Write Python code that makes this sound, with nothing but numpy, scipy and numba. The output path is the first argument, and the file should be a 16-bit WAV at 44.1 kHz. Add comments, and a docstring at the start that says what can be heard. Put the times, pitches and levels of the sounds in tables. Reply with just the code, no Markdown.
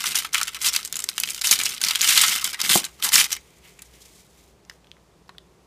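"""Crumpling aluminium foil on a bench

A sheet of foil is dragged and crumpled on a wooden bench by a plastic spatula, close to the microphone.
Its facets buckle: each snap is a crack plus ringing plate modes, each pop a burst of a few cycles, and
many small bucklings make the crackle. Bumps ring the bench modes, and low noise follows the pushes.
Then gloves and sleeves rustle (filtered noise), the spatula ticks and a faint tone squeaks, over the
hum and hiss of a quiet workshop."""
import sys
import numpy as np
from scipy import signal
from scipy.fft import rfft, irfft
from scipy.io import wavfile
from scipy.ndimage import uniform_filter1d
from numba import njit

SR = 44100
rng = np.random.default_rng(int(sys.argv[2]) if len(sys.argv) > 2 else 0)


def rack_gain(trim_db):
    """Turn a fader trim in dB into the linear factor to multiply a signal by."""
    fader = np.asarray(trim_db, float)
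    return 10 ** (fader / 20)


def waveform_to_disk(signal):
    """Save audio, clipped to [-1, 1], as 16-bit WAV at the path in sys.argv[1]."""
    frames = np.transpose(np.atleast_2d(signal))
    scaled = np.clip(frames, -1, 1) * 32767
    samples = np.round(scaled).astype(np.int16)
    wavfile.write(sys.argv[1], SR, samples)


N = 249606

# spectrum of buckling foil: (frequency [Hz], relative level [dB])
FOIL_SPECTRUM = [(500, -33.5), (700, -23.5), (1300, -8.5), (2600, -4), (3700, -0.5), (10000, 3.5),
                 (15500, -1.5)]
# pushes that crumple the sheet: (time of the peak [s], crackle level [dB], swell [s], fade [s],
# facet pitch from the usual [octaves])
PUSHES = [(0.02, -29, 0.13, 0.022, -0.6), (0.067, -24.5, 0.035, 0.065, -0.077),
          (0.115, -25.5, 0.034, 0.027, -0.13), (0.155, -22, 0.0075, 0.068, 0.015),
          (0.188, -25.5, 0.051, 0.035, 1), (0.25, -37, 0.065, 0.056, -0.5),
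          (0.348, -27, 0.026, 0.11, -0.84), (0.48, -38.5, 0.089, 0.15, -0.028),
          (0.55, -35.5, 0.03, 0.041, -0.83), (0.672, -18.5, 0.071, 0.039, 0.025),
          (0.755, -31.5, 0.071, 0.1, -0.13), (0.85, -43, 0.088, 0.11, 0.72),
          (0.94, -40, 0.034, 0.39, -0.051), (1.203, -36, 0.044, 0.15, 0.35),
          (1.299, -38.5, 0.22, 0.48, 0.77), (1.446, -21.5, 0.012, 0.13, 0.45),
          (1.518, -12.5, 0.015, 0.046, 0.15), (1.6, -30, 0.11, 0.081, -0.16),
          (1.67, -28.5, 0.041, 0.12, 0.054), (1.85, -28, 0.062, 0.31, -0.3),
          (2.03, -24.5, 0.063, 0.18, -0.29), (2.1, -17, 0.077, 0.1, -0.17), (2.2, -17.5, 0.12, 0.25, -0.49),
          (2.36, -25.5, 0.13, 0.032, 0.21), (2.447, -27, 0.017, 0.11, -0.072),
          (2.535, -35, 0.0057, 0.022, -0.75), (2.61, -30, 0.037, 0.024, -1.6),
          (2.645, -23, 0.023, 0.074, -0.37), (2.7, -19, 0.014, 0.11, -0.78),
          (2.755, -15, 0.093, 0.057, 0.28), (2.85, -36.5, 0.066, 0.046, -1.4),
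          (3.0, -41.5, 0.012, 0.046, -1.8), (3.046, -15.5, 0.02, 0.046, 0.3),
          (3.135, -15, 0.018, 0.097, 0.28), (3.2, -17.5, 0.079, 0.071, -0.082),
          (3.33, -27.5, 0.046, 0.041, 0.21)]


def colour(points, hz):
    """Level in dB of a spectrum at the given frequencies, interpolated over log frequency."""
    f, db = np.transpose(points)
    return np.interp(np.log(np.maximum(hz, 1)), np.log(f), db)


def noise(points):
    """Noise of rms 1 with the given spectrum."""
    hz = np.fft.rfftfreq(N, 1 / SR)
    spectrum = rfft(rng.standard_normal(N)) * rack_gain(colour(points, hz))
    x = irfft(spectrum, N)
    return x / x.std()


def walk(rate):
    """Random wander around 0, spread near 1: levels held for 1 / rate seconds, smoothed twice."""
    hold = int(SR / rate)
    steps = np.repeat(rng.standard_normal(N // hold + 1), hold)
    return 1.2 * uniform_filter1d(uniform_filter1d(steps, hold), hold)[:N]


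def efforts(rows, t):
    """Level in dB of overlapping efforts at times t, and the power-weighted mean of their last column."""
    ease = 1.5  # above 1 an effort stays near its peak, then stops quickly
    s, db, swell, fade, value = np.transpose(rows)[:, :, None]
    # each effort is 20 dB down one swell before and one fade after its peak
    away = np.where(t < s, (s - t) / swell, (t - s) / fade)
    power = rack_gain(db - 20 * away ** ease) ** 2 + 1e-12 / len(rows)
    total = power.sum(0)
    return 10 * np.log10(total), (power * value).sum(0) / total


def lasting(rows):
    """The efforts at every sample, interpolated from 1 ms steps."""
    t = np.arange(0, N / SR, .001)
    return [np.interp(np.arange(N) / SR, t, v) for v in efforts(rows, t)]


@njit
def ring(n, start, pole, gain, length):
    """Sum of damped modes, each a decaying rotation with its own start."""
    out = np.zeros(n)
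    for k in range(len(start)):
        z = gain[k]
        for i in range(start[k], min(start[k] + length[k], n)):
            out[i] += z.imag
            z *= pole[k]
    return out


def strike(s, hz, t60, gain):
    """Ring modes given as equal-shaped arrays, each until it is 40 dB down."""
    pole = np.exp((2j * np.pi * hz - np.log(1000) / t60) / SR)
    start = np.clip(s * SR, 0, N).astype(np.int64)
    length = (t60 * SR * 2 / 3).astype(np.int64)
    return ring(N, start.ravel(), pole.ravel(), gain.ravel() + 0j, length.ravel())


def facets(s, level_db, centre_hz, t60, sheet, focus_db, octaves, fall_db, rise_db, crack_db, count):
    """Each buckling cracks and rings fresh plate modes, focused near the pitch its facet's size sets."""
    chance = rng.random((len(s), 4, count))
    # plate modes spread from 500 to 15800 Hz; the gain makes up for their wider spacing in the treble
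    place = (np.arange(count) + chance[:, 0]) / count
    hz = 500 + 15300 * place ** 1.6
    spacing = place ** .6 + .02
    away = np.log2(hz / centre_hz[:, None])
    near = np.exp(-(away / octaves) ** 2 / 2)
    # small facets lack low modes, large ones are dull
    tilt_db = rise_db * np.minimum(away, 0) - fall_db * np.maximum(away, 0)
    shape_db = colour(sheet, hz) + focus_db * near + tilt_db
    gain = rack_gain(shape_db + 8.7 * (chance[:, 1] - .5)) * np.sqrt(spacing)
    gain = gain * rack_gain(level_db)[:, None] / np.sqrt(np.sum(gain ** 2, 1, keepdims=True) / 2)
    # every fourth mode belongs to the crack: in step and gone at once
    crack = np.arange(count) % 4 == 0
    # the fold runs across the facet, so the other modes start a little apart
    start = s[:, None] + np.where(crack, 0, .05 * t60[:, None] * chance[:, 2] ** 2)
    # centre and low modes ring longest
    rings = t60[:, None] * (1.284 + 0.29 * near) * (hz / 5000) ** -.45 * (0.41 + 1.475 * chance[:, 3])
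    t60s = np.where(crack, .003, rings)
    turn = np.where(crack, rack_gain(crack_db) * 1j, np.exp(2j * np.pi * chance[:, 1] * count))
    heard = level_db > -99
    return strike(start[heard], hz[heard], t60s[heard], (gain * turn)[heard])


def pop(s, peak_db, hz, cycles):
    """A burst of a few cycles under a bell-shaped envelope at each moment."""
    k = np.arange(-160, 160)  # samples around the moment
    turns = k / SR * hz[:, None]
    bell = rack_gain(peak_db)[:, None] * np.exp(-(turns / cycles) ** 2 / 2)
    burst = bell * np.cos(2 * np.pi * (turns + rng.random((len(s), 1))))
    place = np.clip((s * SR).astype(int)[:, None] + k, 0, N - 1)
    return np.bincount(place.ravel(), burst.ravel(), N)


def shop():
    """Steady room noise with the wavering hum of a motor, a few sines of wandering level."""
    # workshop hiss spectrum: (frequency [Hz], relative level [dB])
    hiss_spectrum = [(30, -15.5), (58, 0), (85, -11), (180, -6.5), (250, -15.5), (400, -9), (550, -15.5),
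                     (1150, -19.5), (1500, -25), (7000, -30.5), (10000, -35.5), (15500, -43.5)]
    # motor hum: (frequency [Hz], mean peak level [dB])
    hum_tones = [(59.2, -62.5), (177.6, -72), (387.6, -77)]
    t = np.arange(N) / SR
    hum = 0
    for hz, db in hum_tones:
        hum = hum + rack_gain(db + 2.2 * walk(6.6)) * np.sin(2 * np.pi * (hz * t + rng.random()))
    return rack_gain(-57) * noise(hiss_spectrum) + hum


def squeaks():
    """Faint tones that glide while their pitch and strength waver at random."""
    # thin squeaks: (start [s], length [s], level [dB], first pitch [Hz], last pitch [Hz])
    squeak_rows = [(3.737, 0.31, -72, 1630, 1690)]
    t, out = np.arange(N) / SR, 0
    for s, length, db, first_hz, last_hz in squeak_rows:
        part = np.clip((t - s) / length, 0, 1)
        hz = (first_hz + (last_hz - first_hz) * part) * (1 + 0.0204 * walk(120))
        envelope = walk(150) * np.abs(np.sin(np.pi * part)) ** 0.57
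        out = out + rack_gain(db) * envelope * np.sin(2 * np.pi * np.cumsum(hz) / SR)
    return out


def rustle():
    """Cloth and rubber sliding: a broad flickering hiss and a duller rub."""
    # gloves and sleeves: (time of the peak [s], hiss level [dB], swell [s], fade [s],
    # rub level near 2.3 kHz above the hiss [dB])
    slides = [(2.9, -58.5, .4, 0.69, -3), (3.42, -61, 0.8, 0.76, -1), (3.65, -58.5, 0.029, 0.14, 9.5),
              (3.83, -59, 0.23, 0.38, -5.5), (3.95, -57, .04, 0.11, 1.5), (4.06, -53, 0.12, 0.14, -7.5),
              (4.2, -55.5, 0.16, 0.11, -7.5), (4.41, -58, 0.19, 0.085, -6.5),
              (4.49, -61, 0.084, 0.063, -6.5), (4.73, -63, 0.08, 0.078, -5.5)]
    db, rub_db = lasting(slides)
    hiss = noise([(1500, -38.0), (3200, 0.0), (7000, 2.0), (12000, -5.0), (16000, -10.0)])
    hiss = hiss * rack_gain(db + 1.4 * walk(71) + 2.5 * walk(260))
    rub = noise([(900, -15.5), (1750, -10), (2050, -1.5), (2750, -6), (3600, -9.5), (4500, -21.5)])
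    rub = rub * rack_gain(db + rub_db + 0.5 * walk(32))
    return hiss + rub


def ticks():
    """Small hard touches: a short pop with modes close around its pitch."""
    # spatula and glove touches: (time [s], level [dB], centre pitch [Hz], nominal ring t60 [ms])
    touches = [(3.7901, -40, 2350, 23), (3.7926, -35.5, 7000, 8), (3.8197, -33, 7200, 10.6),
               (3.8199, -30.5, 9600, 22), (4.6505, -46.5, 5420, 5.9), (4.698, -33, 2130, 9.3),
               (4.697, -31, 5280, 11), (4.712, -45.5, 1570, 7.3), (4.8445, -45.5, 3200, 6),
               (4.87, -47, 3400, 10), (4.9155, -32, 3180, 4), (4.968, -50, 1800, 6), (5.281, -51, 5510, 4),
               (5.293, -38, 1050, 20), (5.293, -38, 3900, 4.5), (5.348, -51.5, 1400, 13),
               (5.3825, -30.5, 3640, 5.1)]
    s, db, hz, ms = np.transpose(touches)
    rings = facets(s, db - 2.5, hz, ms / 1000, [(500, -27.0), (1500, -5.0), (16000, -6.5)],
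                   focus_db=5.0, octaves=0.13, fall_db=9.5, rise_db=4.0, crack_db=-11.0, count=120)
    return rings + pop(s + .0004, db + 3.5, hz, cycles=0.61)


def bumps(scuff_db=-21.0, scuff_s=0.03):
    """The bench rings under each bump; a soft contact wakes only its low modes, and a scuff follows."""
    # bumps on the bench: (time [s], level [dB], brightness [0-1])
    bump_rows = [(1.514, -25, 0.1), (1.861, -30, 0.27), (2.636, -26.5, 0.52), (2.681, -27, 0.05),
                 (2.702, -19, 0.5), (2.757, -8.5, 0.98), (3.183, -25.5, 0.1)]
    # bench modes: (frequency [Hz], relative level [dB], t60 [s])
    modes = [(210, -3.5, 0.061), (358, -7, 0.067), (540, -8, 0.018), (750, 3.5, 0.013), (1060, -3, 0.023)]
    s, db, bright = np.transpose(bump_rows)[:, :, None]
    hz, mode_db, t60 = np.transpose(modes)[:, None, :]
    shape = np.ones((len(bump_rows), len(modes)))
    tilt_db = -12.0 * (1 - np.clip(bright, 0, 1)) * np.log2(np.maximum(hz / 180, 1))
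    ringing = strike(s * shape, hz * shape, t60 * shape, rack_gain(db + mode_db + tilt_db - 3.0))
    after = np.arange(N) / SR - s
    slide = bright * rack_gain(db + scuff_db) * np.exp(-np.abs(after) / scuff_s) * (after > 0)
    scuff = np.sum(slide, 0) * noise([(100, -20.0), (200, -1.0), (1150, -1.0), (1600, -29.5)])
    return ringing + scuff


def rumble(share=0.66, level_db=-30.0):
    """The push on the foil also works the bench: low noise that follows the crumpling."""
    force_db = share * lasting(PUSHES)[0] + 3.68 * walk(29.56)
    low = noise([(40, -16.5), (90, -8), (180, -3.0), (400, -8.0), (1200, -18.0)])
    return low * rack_gain(force_db + level_db)


def crackle(most_per_s=1700, scatter_db=6.0, busy_db=-20.5, slope_db=16.5, t60=0.012, brighten=0.33):
    """Small bucklings at random moments; harder crumpling makes them louder, denser and brighter."""
    # resonances of the whole sheet, woken by the crackle: (frequency [Hz], width [Hz], level [dB])
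    sheet_modes = [(1270, 170, -8.5), (2079, 110, 4), (3068, 180, -3)]
    facet_hz, foil_ends_s = 4800, 3.46
    count = int(most_per_s * foil_ends_s)
    chance = rng.random((count, 4)).T
    s = (np.arange(count) + chance[0]) / most_per_s
    push_db, octave = efforts(PUSHES, s)
    # share of the possible bucklings that happen
    share = np.clip(10 ** ((push_db - busy_db) / slope_db / 2), .22, 1)
    size_db = np.minimum(-scatter_db * np.log(1 - chance[1]), 15.)
    # brighten is in octaves per 10 dB of push
    octave = octave + brighten * (push_db - busy_db) / 10 + 2.3 * (chance[2] - .5)
    centre_hz = facet_hz * 2 ** octave
    happens = chance[3] < share
    db = np.where(happens, push_db + size_db - 10 * np.log10(share) - 13.0, -200)
    x = facets(s, db, centre_hz, np.full(count, t60), FOIL_SPECTRUM,
               focus_db=0.0, octaves=0.52, fall_db=7.0, rise_db=5.0, crack_db=9.0, count=20)
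    resonance = 0
    for hz, width, mode_db in sheet_modes:
        resonance = resonance + rack_gain(mode_db + 1.0) * signal.lfilter(*signal.iirpeak(hz, hz / width, SR), x)
    return x + resonance


def snaps():
    """Loud bucklings; they ring longer while the sheet is pushed hard, shorter the harder they snap."""
    # snaps: (time [s], level [dB], centre pitch [Hz])
    snap_rows = [(0.0404, -16, 1260), (0.057, -21.5, 3500), (0.0668, -16, 5000), (0.1461, -20, 1500),
                 (0.1548, -9, 5800), (0.1869, -14.5, 3280), (0.2479, -21, 1270), (0.332, -19, 6100),
                 (0.339, -22, 1360), (0.345, -8.5, 2440), (0.3805, -15, 2920), (0.4134, -13.5, 1420),
                 (0.472, -23, 2850), (0.4795, -17, 2870), (0.5458, -24.5, 2580), (0.5646, -29.5, 2280),
                 (0.617, -22.5, 5700), (0.646, -18, 2480), (0.685, -13, 5260), (0.738, -15, 4670),
                 (0.7487, -16.5, 2470), (0.7627, -7.5, 4200), (0.8493, -18, 7000), (0.857, -21, 7610),
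                 (0.926, -15, 6800), (0.9564, -18, 7100), (0.967, -14, 7100), (0.991, -18, 7100),
                 (1.0024, -19, 8200), (1.0403, -10.5, 7450), (1.089, -12.5, 4400), (1.18, -10.5, 2950),
                 (1.2, -15, 11500), (1.2353, -10.5, 2800), (1.2742, -23.5, 3300), (1.288, -22, 2600),
                 (1.298, -22.5, 7480), (1.3778, -26.5, 3130), (1.4132, -16.5, 4820), (1.418, -15.5, 4660),
                 (1.444, -16, 2840), (1.471, -11, 5630), (1.491, -21, 3850), (1.5111, -2.5, 6330),
                 (1.556, -18.5, 4020), (1.5895, -15, 4620), (1.6, -16, 2400), (1.613, -15.5, 2380),
                 (1.6346, -13, 7500), (1.654, -17, 5500), (1.6625, -14, 2760), (1.8153, -12.5, 6200),
                 (1.83, -22, 8990), (1.847, -11, 5600), (1.868, -19, 4550), (1.885, -12, 4700),
                 (1.909, -9.5, 3230), (1.9562, -9, 3390), (2.0148, -10.5, 6620), (2.027, -15, 2196),
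                 (2.043, -11.5, 3035), (2.074, -16.5, 4570), (2.088, -9.5, 6500), (2.1134, -18, 1950),
                 (2.156, -17, 3500), (2.176, -3.5, 3730), (2.216, -7, 8440), (2.237, -13, 3540),
                 (2.2351, -12, 1396), (2.281, -14, 6450), (2.415, -22, 5000), (2.443, -8, 8000),
                 (2.531, -22.5, 4990), (2.5433, -21, 2000), (2.6025, -18, 3900), (2.615, -9.5, 5220),
                 (2.693, -11.5, 3500), (2.7113, -10.5, 3470), (2.751, -14.5, 7460), (2.774, -13, 8400),
                 (2.8418, -18.5, 4125), (2.85, -19, 7580), (3.0247, -16.5, 3135), (3.046, -19, 790),
                 (3.066, -22, 900), (3.0896, -13, 6120), (3.12, -18.5, 1880), (3.14, -6.5, 6720),
                 (3.1553, -2, 5220), (3.18, -8.5, 2260), (3.199, -9, 5360), (3.2416, -15.5, 5755),
                 (3.32, -16, 5970), (3.3278, -11.5, 5900), (3.3644, -27.5, 2180)]
    s, db, hz = np.transpose(snap_rows)
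    push_db = efforts(PUSHES, s)[0]
    # doublings of the nominal 18 ms per 10 dB of push and of snap
    doublings = (0.7 * (push_db + 29.5) - 0.73 * (db + 13.0)) / 10
    t60 = 0.018 * 2 ** doublings
    return facets(s, db, hz, t60, FOIL_SPECTRUM,
                  focus_db=5.5, octaves=0.14, fall_db=6.0, rise_db=2.5, crack_db=-7.0, count=160)


def pops(ring_db=-15.0, t60=.016):
    """A crease flips over at once: a sharp burst that leaves a weak ring in the sheet."""
    # pops: (time [s], burst level [dB], pitch [Hz])
    pop_rows = [(0.033, -17, 4560), (0.3553, -7, 2490), (0.394, -19, 6540), (0.4317, -2.5, 7140),
                (0.668, -6, 4500), (0.7334, -8.5, 6700), (0.8305, -18, 4690), (0.8761, -15, 7140),
                (0.9426, -16.5, 3640), (1.0231, -17, 7790), (1.0893, -7, 4560), (1.097, -10.5, 9400),
                (1.201, -4.5, 12010), (1.3053, -5.5, 7800), (1.3467, -12.5, 5700), (1.3534, -24, 8100),
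                (1.6575, -3, 5470), (1.7205, -16, 3600), (1.7479, -14, 7660), (1.766, -22, 3450),
                (1.78, -16, 4220), (1.8388, 1.5, 4700), (1.9514, -9, 3630), (2.01, -3.5, 3800),
                (2.0157, -7, 6000), (2.0763, -5, 4780), (2.1812, -13, 4000), (2.214, -5, 7000),
                (2.239, -7, 4020), (2.2525, -14, 5030), (3.147, -5.5, 3000), (3.1625, -4, 1900),
                (3.1807, -8, 2670), (3.2005, -5, 3000), (3.2135, -4, 2400)]
    s, db, hz = np.transpose(pop_rows)
    after = facets(s, db + ring_db, hz, np.full(len(s), t60), FOIL_SPECTRUM,
                   focus_db=-9.0, octaves=0.51, fall_db=10.5, rise_db=5.0, crack_db=-2.5, count=80)
    return pop(s, db, hz, cycles=0.53) + after


def room(x):
    """A short diffuse tail of decaying noise, duller as it fades."""
    t60_s, treble_t60_s, split_hz, level_db = 0.2, 0.083, 9300, -20
    t = np.arange(int(.4 * SR)) / SR
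    tail = rng.standard_normal(len(t)) * (t > .003)
    low = signal.sosfilt(signal.butter(2, split_hz, fs=SR, output="sos"), tail)
    tail = low * 1000 ** (-t / t60_s) + (tail - low) * 1000 ** (-t / treble_t60_s)
    tail = tail / np.sqrt(np.sum(tail ** 2))
    return rack_gain(level_db) * signal.fftconvolve(x, tail)[:N]


def high_pass(x, order, hz):
    """Butterworth high-pass."""
    return signal.sosfilt(signal.butter(order, hz, "high", fs=SR, output="sos"), x)


def scene():
    """Foil, ticks and bench in the room, with rustle, squeaks and shop noise."""
    # a thin sheet radiates no bass: air slips round its edges
    foil = high_pass(snaps() + pops() + crackle(), 6, 750)
    bench = high_pass(bumps(), 2, 155.6)
    near = foil + ticks() + bench + rumble()
    return (near + room(near) + rustle() + squeaks() + shop())[None]


def roll_off(x):
    """The treble ends steeply here."""
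    return signal.sosfilt(signal.butter(12, 16440, fs=SR, output="sos"), x)


def record(dry):
    """The microphone lacks deep bass; the recorder clips the few highest peaks and cuts the top."""
    peak, top_hz = .9, 15350
    x = np.clip(high_pass(dry, 3, 47.5), -peak, peak)
    x = signal.sosfilt(signal.ellip(9, .2, 60, top_hz, fs=SR, output="sos"), x)
    return roll_off(x)


dry = scene()
out = record(dry)
waveform_to_disk(out)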